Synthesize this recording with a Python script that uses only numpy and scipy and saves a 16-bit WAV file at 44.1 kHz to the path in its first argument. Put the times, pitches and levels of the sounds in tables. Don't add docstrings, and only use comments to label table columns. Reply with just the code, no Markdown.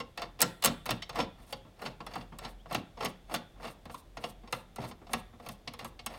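import sys
import numpy as np
from scipy import signal
from scipy.fft import rfft, irfft, next_fast_len
from scipy.io import wavfile

SR = 44100
rng = np.random.default_rng(int(sys.argv[2]) if len(sys.argv) > 2 else 0)


def inscribe(sig):
    pcm = np.round(np.clip(np.atleast_2d(sig).T, -1, 1) * 32767)
    wavfile.write(sys.argv[1], SR, pcm.astype(np.int16))


N = 272792

# start_s, strength_db,
# clack_db (rod, relative to strength), tick_db (nut, relative to strength)
JOINT_KNOCKS = [(0.001, -39.5, 0, -12), (0.1746, -41, 2.5, -5), (0.218, -38.5, 0.5, -8),
                (0.3906, -50.5, 4, -8), (0.395, -43.5, -6, -20), (0.405, -37.5, 3.5, 12),
                (0.417, -36.5, 2, 25.5), (0.423, -28.5, 1, 10.5), (0.6237, -42.5, 8, 10),
                (0.6388, -31.5, 1, 7), (0.647, -31.5, 5, 18.5), (0.657, -31, 4, 16), (0.672, -37, 4.5, 5),
                (0.8565, -44, -2, 4), (0.8611, -42.5, 1.5, 5.5), (0.8901, -32.5, -2.5, -30),
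                (0.9068, -36, 6, 8), (1.021, -51, 14, -6), (1.093, -42, 0, -5), (1.1564, -37, -5.5, -8),
                (1.1714, -40.5, -15, -10), (1.1863, -31, -13.5, -24), (1.201, -34, 1.5, -28),
                (1.5254, -39, 2, 0), (1.8185, -43, -8, -6), (1.851, -52.5, 7, -5),
                (1.8598, -38.5, 1, -11.5), (2.0032, -44.5, -5.5, -29.5), (2.0647, -44, -0.5, -2.5),
                (2.1357, -47.5, 2.5, -7), (2.1549, -39, -10, -9.5), (2.209, -55.5, 5, -22),
                (2.3864, -48.5, 1.5, 8), (2.447, -43.5, 2, -16), (2.657, -50, -14, -26),
                (2.709, -38, -17, -33), (2.726, -44, 3, 4), (2.7465, -32, 2, -2), (2.972, -48, -8, -29),
                (3.0058, -40, -5, -20), (3.0302, -41, -3, -12), (3.0481, -37, 0, 5.5), (3.056, -40, 6, 1),
                (3.295, -48.5, -15, -15), (3.3115, -44.5, -14.5, -14), (3.3405, -35, 1, 3.5),
                (3.347, -41, 1, 7.5), (3.359, -47, 7, 5), (3.598, -52, -19, -32), (3.6411, -44, -13.5, -12),
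                (3.6508, -46.5, 1.5, -15), (3.854, -52, -2.5, -4), (3.896, -46, -10.5, -26),
                (3.9442, -48.5, -3.5, 0.5), (4.1696, -42, -3, -12.5), (4.2386, -36.5, -1, -13),
                (4.4742, -53, -1.5, -34), (4.5254, -34, 0.5, 1), (4.76, -50.5, -1, 8.5),
                (4.783, -39.5, -36.5, -34), (4.838, -44, -19, -22.5), (4.9108, -48, -3, -21.5),
                (5.0672, -54, -3.5, -20), (5.093, -48.5, -23, -28), (5.133, -30.5, -2, 4.5),
                (5.398, -50.5, -11.5, -16), (5.4624, -47, -2, -2.5), (5.4875, -45, 1, 6),
                (5.6746, -48.5, 12, -23), (5.736, -48.5, -1, 2.5), (5.7908, -48.5, 4.5, 1),
                (5.8461, -41.5, -5, 2), (5.9908, -52, 7, -27.5), (6.0619, -39, 1.5, 11)]
REBOUND_S, REBOUND_DB = .0055, -11


def joint_contacts(modes):
    out = np.zeros(N)
    for start_s, strength_db, clack_db, tick_db in JOINT_KNOCKS:
        knock = from_db(strength_db) * contact(modes, clack_db, tick_db, *grip_hz(start_s))
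        add(out, start_s, knock)
        rebound_s = REBOUND_S * rng.uniform(.7, 1.3)
        add(out, start_s + rebound_s, from_db(REBOUND_DB) * knock)
    return out


# half_band_octaves, rise_s, fade_s, gain_db
SHAKEN_PARTS = [(1.1, 0.0099, 0.02, 0), (0.78, 0.0015, 0.01, 1.5), (0.64, 0.0024, 0.0067, -0.5),
                (0.86, 0.0000994, 0.0018, -4.5)]
CLACK_HZ = 2806
KNOCK_HZ, KNOCK_OCTAVES_PER_DB = 869, .011
THUD_DB, THUD_PER_CLACK = -9.5, -0.296


def contact(modes, clack_db, tick_db, thud_hz, tick_hz, spot_spread=0.35):
    mode_strengths = np.clip(1 + spot_spread * rng.standard_normal(len(modes)), 0, 1.25)
    steel = linkage_response(modes, mode_strengths)
    knock_hz = KNOCK_HZ * 2 ** (KNOCK_OCTAVES_PER_DB * tick_db)
    thud_db = THUD_DB + THUD_PER_CLACK * clack_db
    blows = [(thud_hz, thud_db), (knock_hz, 0), (CLACK_HZ, clack_db), (tick_hz, tick_db)]
    return sum(from_db(db + gain_db) * strike(steel, hz, octaves, rise_s, fade_s)
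               for (hz, db), (octaves, rise_s, fade_s, gain_db) in zip(blows, SHAKEN_PARTS))


def strike(steel, hz, octaves, rise_s, fade_s, grain_db=2.5, ring_s=0.0019):
    t = np.arange(SR // 10) / SR
    noise, grain = rng.standard_normal((2, len(t)))
    swell = (1 - np.exp(-t / rise_s)) * np.exp(-t / fade_s)
    chatter = noise * from_db(grain_db * grain) * swell
    ring = band(signal.fftconvolve(chatter, steel), hz / 2 ** octaves, hz * 2 ** octaves)
    return ring * np.sqrt(SR * (fade_s + ring_s) / np.sum(ring ** 2))


# time_s, thud_hz, tick_hz
GRIP_PITCHES = [(.4, 185, 11000), (1.2, 175, 9930), (3.349, 205, 9200), (5.14, 138, 7170),
                (6.06, 160, 12000)]


def grip_hz(s):
    times, thud_hz, tick_hz = np.transpose(GRIP_PITCHES)
    return np.interp(s, times, thud_hz), np.interp(s, times, tick_hz)


# scrape_db (thread), skin_db, slide_off_db (skin), thud_db (frame)
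FINGER_STROKES = [(0.222, 0.036, -38, -71, -88, -48.5), (0.436, 0.028, -39.5, -68, -78, -37.5),
                  (0.675, 0.045, -35.5, -61, -75, -31.5), (0.91, 0.033, -35.5, -56, -70, -34.5),
                  (1.191, 0.046, -31.5, -71, -80, -38), (1.425, 0.051, -59, -70.5, -74, -72),
                  (1.51, .036, -55.5, -63, -71, -66), (1.85, 0.061, -40.5, -63.5, -84, -42),
                  (2.164, 0.074, -42.5, -66.5, -82, -43), (2.45, 0.048, -40.5, -69, -61.5, -48),
                  (2.745, 0.045, -37, -58, -74, -35), (3.04, 0.051, -35.5, -63, -61, -38.5),
                  (3.337, 0.043, -38, -58, -74, -39), (3.662, .055, -41, -62, -63, -60),
                  (3.932, .028, -57.5, -60, -56, -61), (4.245, 0.052, -46, -62, -60.5, -57.5),
                  (4.555, 0.041, -47, -58.5, -66.5, -55), (4.837, 0.053, -41.5, -63, -58.5, -38),
                  (5.14, 0.048, -45, -60, -63, -42.5), (5.472, 0.069, -51, -69.5, -60, -45.5),
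                  (5.819, 0.03, -43, -68.5, -57.5, -45), (6.136, 0.051, -45, -65, -63, -58)]
# pitch_hz, level_db (per Hz)
SCRAPE_SPECTRUM = [(90, -22), (160, 0.5), (350, -2), (600, 7), (1100, -3), (1600, -2.5), (3000, -13),
                   (6000, -26), (12000, -40.5)]
# pitch_hz, level_db (per Hz)
SKIN_SPECTRUM = [(1500, -6), (4000, 4.5), (7000, -1), (9500, 9.5), (11000, -3.5), (13000, 4.5),
                 (16000, -4.5)]
SLIDE_OFF_S, SLIDE_OFF_HALF_LENGTH_S = .055, .024


def swipes(steel, scrape_db=-5.5, skin_db=0.0, slips_per_s=900, slip_db=3.5, judder_db=2.0, patchy_db=1.8):
    s, half_length, thread_db, hiss_db, off_db, _ = np.transpose(FINGER_STROKES)
    pressure = bells(s, half_length, thread_db)
    slide_off = bells(s + SLIDE_OFF_S, np.full(len(s), SLIDE_OFF_HALF_LENGTH_S), off_db)
    speed = bells(s, half_length, hiss_db) + slide_off
    catches = (rng.random(N) < slips_per_s / SR) * rng.choice([-1, 1], N)
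    slips = catches * from_db(slip_db * rng.standard_normal(N))
    shaken_steel = signal.fftconvolve(slips, steel)[:N]
    scrape = coloured(shaken_steel, SCRAPE_SPECTRUM) * pressure * from_db(scrape_db)
    hiss = coloured(rng.standard_normal(N), SKIN_SPECTRUM) * speed
    unsteady = from_db(skin_db + judder_db * drift(700) + patchy_db * drift(70))
    return scrape + hiss * unsteady


def bells(middles, half_lengths, levels_db):
    t, out = np.arange(N) / SR, np.zeros(N)
    for s, half_length, db in zip(middles, half_lengths, levels_db):
        near = slice(max(int((s - 2 * half_length) * SR), 0), int((s + 2 * half_length) * SR))
        out[near] += from_db(db) * np.exp(-1.6 * ((t[near] - s) / half_length) ** 2)
    return out


RATTLE_PER_S, RATTLE_DB = 75, -11.5
RATTLE_CLACK_DB, RATTLE_TICK_DB = -1, -8
RATTLE_LEAD_S, RATTLE_WIDTH = .006, 1.1


def rattle(modes, spread_db=7.0, unevenness=.6, count=5):
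    s, half_length, thread_db = np.transpose(FINGER_STROKES)[:3]
    drive = bells(s - RATTLE_LEAD_S, half_length * RATTLE_WIDTH, thread_db + RATTLE_DB)
    timing, size, place = rng.random((1000, 3)).T
    times = (np.arange(len(timing)) + unevenness * (2 * timing - 1) + 1) / RATTLE_PER_S
    at = (times * SR).astype(int)
    sizes = from_db(spread_db * (2 * size - 1))
    spots = (place * count).astype(int)
    out = np.zeros(N)
    for spot, moment in enumerate(np.linspace(0, N / SR, count)):
        met = (spots == spot) & (at < N)
        touches = np.zeros(N)
        touches[at[met]] = sizes[met]
        touch_sound = contact(modes, RATTLE_CLACK_DB, RATTLE_TICK_DB, *grip_hz(moment))
        out += signal.oaconvolve(touches * drive, touch_sound)[:N]
    return out


# start_s, length_s, start_hz, end_hz
# (the pitch wavers about this glide), level_db (at the middle of the squeak)
SQUEAK_GLIDES = [(2.156, 0.02, 800, 750, -37), (2.317, 0.032, 2950, 3370, -67),
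                 (2.581, 0.053, 2750, 3660, -65.5), (2.676, 0.053, 5630, 4500, -67),
                 (2.707, 0.023, 780, 730, -41), (3.941, 0.013, 1116, 1070, -36.5),
                 (5.987, .02, 3440, 3000, -64)]


def squeaks(jitter=0.033):
    out, waver = np.zeros(N), 1 + jitter * drift(430)
    for start_s, length_s, start_hz, end_hz, level_db in SQUEAK_GLIDES:
        n, at = int(length_s * SR), int(start_s * SR)
        hz = np.linspace(start_hz, end_hz, n) * waver[at:at + n]
        tone = np.sqrt(2) * np.sin(2 * np.pi * np.cumsum(hz) / SR)
        add(out, start_s, from_db(level_db) * np.hanning(n) * tone)
    return out


# start_s, thump_db (before the trim in thuds)
HAND_NUDGES = [(0.0, -46), (1.38, -58), (1.648, -52), (2.003, -47.5), (2.32, -45.5), (2.343, -57),
               (3.558, -56.5), (3.854, -47.5), (4.172, -50), (4.433, -50.5), (5.014, -52.5), (5.328, -54),
               (5.672, -45.5)]
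NUDGE_HZ = 140
SCUFF_HZ, SCUFF_DB = 650, -5


def thuds(steel, octaves=0.66, rise_s=0.017, fade_s=.024, lead_s=.004, gain_db=-2.5,
          nudge_octaves=1.0, nudge_rise_s=0.0031, nudge_fade_s=0.021):
    out = np.zeros(N)
    for s, *_, thud_db in FINGER_STROKES:
        thud = strike(steel, grip_hz(s)[0], octaves, rise_s, fade_s)
        add(out, s - lead_s, from_db(thud_db + gain_db) * thud)
    for s, thump_db in HAND_NUDGES:
        for hz, part_db in ((NUDGE_HZ, gain_db), (SCUFF_HZ, SCUFF_DB)):
            thump = strike(steel, hz, nudge_octaves, nudge_rise_s, nudge_fade_s)
            add(out, s, from_db(thump_db + part_db) * thump)
    return out


# pitch_hz, width_hz, level_db (at full strength)
LINKAGE_RESONANCES = [(138, 14, 10), (228, 35, 7), (480, 22, 8), (538, 18, 6), (700, 40, 8), (810, 60, 4),
                      (1100, 100, 7), (1350, 35, 5), (1530, 160, -9), (1830, 60, 5), (2030, 70, 4),
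                      (2200, 80, 5), (2640, 120, 5), (2795, 50, 8), (3065, 40, 6), (3440, 30, 6),
                      (3560, 40, 7), (4100, 60, 7), (4585, 80, 10), (5280, 200, 6), (5405, 30, 11),
                      (6465, 80, 12), (7660, 70, 10), (8160, 70, 11), (8470, 70, 9), (9350, 150, 7),
                      (10670, 60, 9), (11000, 80, 10), (11310, 90, 9), (14600, 200, 7)]


def linkage_modes(size=8192):
    f = np.fft.rfftfreq(size, 1 / SR)
    return np.log([(hz ** 2 - f ** 2 + 1j * from_db(db) * width * f) / (hz ** 2 - f ** 2 + 1j * width * f)
                   for hz, width, db in LINKAGE_RESONANCES])


def linkage_response(modes, strengths):
    log_response = np.sum(np.reshape(strengths, (-1, 1)) * modes, axis=0)
    response = irfft(np.exp(log_response))
    return response[:len(response) // 2]


def rod_ring(x, low_hz=3300, high_hz=3700, t60_s=.75, ring_db=-13.5):
    t = np.arange(SR) / SR
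    tail = band(rng.standard_normal(len(t)), low_hz, high_hz) * from_db(-60 * t / t60_s)
    tail *= np.sqrt(2 * (high_hz - low_hz) / SR / np.sum(tail ** 2))
    return from_db(ring_db) * signal.fftconvolve(x, tail)[:N]


# pitch_hz, fade_s
ROOM_FADES = [(100, 0.44), (500, 0.23), (1500, 0.43), (3500, 0.3), (7000, 0.16), (11000, 0.68),
              (16000, 0.19)]
# pitch_hz, level_db
ROOM_LEVELS = [(80, -1), (200, -5), (600, -5), (1500, -13.5), (3500, -11), (6000, -12), (10000, -25),
               (16000, -31.5)]


def workshop(x, build_s=.012):
    t = np.arange(SR * 3 // 4) / SR
    edges = np.geomspace(60, 17000, 15)
    tail = 0
    for low, high in zip(edges, edges[1:]):
        hz = np.sqrt(low * high)
        dying = band(rng.standard_normal(len(t)), low, high) * from_db(-60 * t / at_hz(ROOM_FADES, hz))
        dying *= 1 - np.exp(-(t / build_s) ** 2)
        level = from_db(at_hz(ROOM_LEVELS, hz)) * np.sqrt(2 * (high - low) / SR / np.sum(dying ** 2))
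        tail = tail + level * dying
    return signal.fftconvolve(x, tail)[:N]


USUAL_THUD_DB = -47
NUDGE_SWAY_DB = 11


def rocking(lead_s, rise_s, fade_s, usual_db, follows):
    t, power = np.arange(SR) / SR, np.zeros(N)
    swell = (1 - np.exp(-t / rise_s)) * np.exp(-t / fade_s)
    pushes = [(s, db) for s, *_, db in FINGER_STROKES]
    pushes += [(s, db + NUDGE_SWAY_DB) for s, db in HAND_NUDGES]
    for s, db in pushes:
        push_db = usual_db + follows * (db - USUAL_THUD_DB)
        add(power, s - lead_s, (from_db(push_db) * swell) ** 2)
    return np.sqrt(power)


# lead_s (negative starts after it), rise_s, fade_s,
# usual_db (at a usual thud, before the swell), follows (share of the thud's swing in dB)
HUM_SWAY = (-0.19, 0.25, 0.07, -40, .6)
HUM_HZ, HUM_REST_DB = 43.1, -66


def hum(wander=.6, waver_db=2.5):
    t = np.arange(N) / SR
    tone = np.sqrt(2) * np.sin(2 * np.pi * HUM_HZ * t + wander * drift(3.5))
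    return tone * from_db(waver_db * drift(12)) * np.hypot(rocking(*HUM_SWAY), from_db(HUM_REST_DB))


# lead_s, rise_s, fade_s, usual_db, follows, as for the hum
RUMBLE_SHUDDER = (-0.1, 0.4, 0.01, -43, .7)
# pitch_hz, level_db (per Hz)
RUMBLE_SPECTRUM = [(18, -17.5), (30, -4), (45, -3), (62, -2), (80, -1), (100, -3), (130, -16), (300, -61.5)]
RUMBLE_REST_DB = -64


def rumble():
    noise = coloured(rng.standard_normal(N), RUMBLE_SPECTRUM)
    return noise * np.hypot(rocking(*RUMBLE_SHUDDER), from_db(RUMBLE_REST_DB))


# lead_s, rise_s, fade_s, usual_db, follows, as for the hum
BOOM_SWAY = (0.03, 0.3, 0.0261, -45, 0.7734)
BOOM_HZ, BOOM_WIDTH_HZ = 98, 22


def boom():
    low_hz, high_hz = BOOM_HZ - BOOM_WIDTH_HZ / 2, BOOM_HZ + BOOM_WIDTH_HZ / 2
    return rms_one(band(rng.standard_normal(N), low_hz, high_hz)) * rocking(*BOOM_SWAY)


# pitch_hz, level_db (per Hz)
AIR_SPECTRUM = [(20, -8.5), (43, -12), (80, -14), (100, -1), (170, -5.5), (400, -10.5), (750, -13),
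                (1300, -24), (1700, -23.5), (3100, -26.5), (3550, -23), (4000, -28), (6500, -33),
                (16000, -39.5)]
AIR_DB = -61


def still_air():
    return from_db(AIR_DB) * coloured(rng.standard_normal(N), AIR_SPECTRUM)


def from_db(db):
    return 10 ** (np.asarray(db) / 20)


def rms_one(x):
    return x / np.sqrt(np.mean(x ** 2) + 1e-20)


def at_hz(points, hz):
    f, value = np.transpose(points)
    return np.interp(np.log(np.maximum(hz, 1)), np.log(f), value)


def coloured(x, spectrum):
    size = next_fast_len(N)
    gain = from_db(at_hz(spectrum, np.fft.rfftfreq(size, 1 / SR)))
    return rms_one(irfft(rfft(x, size) * gain, size)[:N])


def drift(per_s):
    knots = rng.standard_normal(int(N / SR * per_s) + 2)
    return rms_one(np.interp(np.arange(N) / SR * per_s, np.arange(len(knots)), knots))


def band(x, low_hz, high_hz):
    edges = [low_hz, min(high_hz, .45 * SR)]
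    return signal.sosfilt(signal.butter(2, edges, "band", fs=SR, output="sos"), x)


def add(out, s, sound):
    at = max(round(s * SR), 0)
    out[at:at + len(sound)] += sound[:max(N - at, 0)]


def scene(rub_strength=0.82, evening_out=0.6, thud_strength=.65):
    modes = linkage_modes()
    work = joint_contacts(modes)
    work += swipes(linkage_response(modes, rub_strength))
    work += rattle(modes)
    work += thuds(linkage_response(modes, thud_strength))
    work += squeaks()
    radiated = signal.fftconvolve(work, linkage_response(modes, -evening_out))[:N]
    background = hum() + rumble() + boom() + still_air()
    return (work + rod_ring(work) + workshop(radiated) + background)[None]


def record(dry, cutoff_hz=16100):
    return signal.sosfilt(signal.ellip(10, .2, 80, cutoff_hz, fs=SR, output="sos"), dry)


dry = scene()
out = record(dry)
inscribe(out)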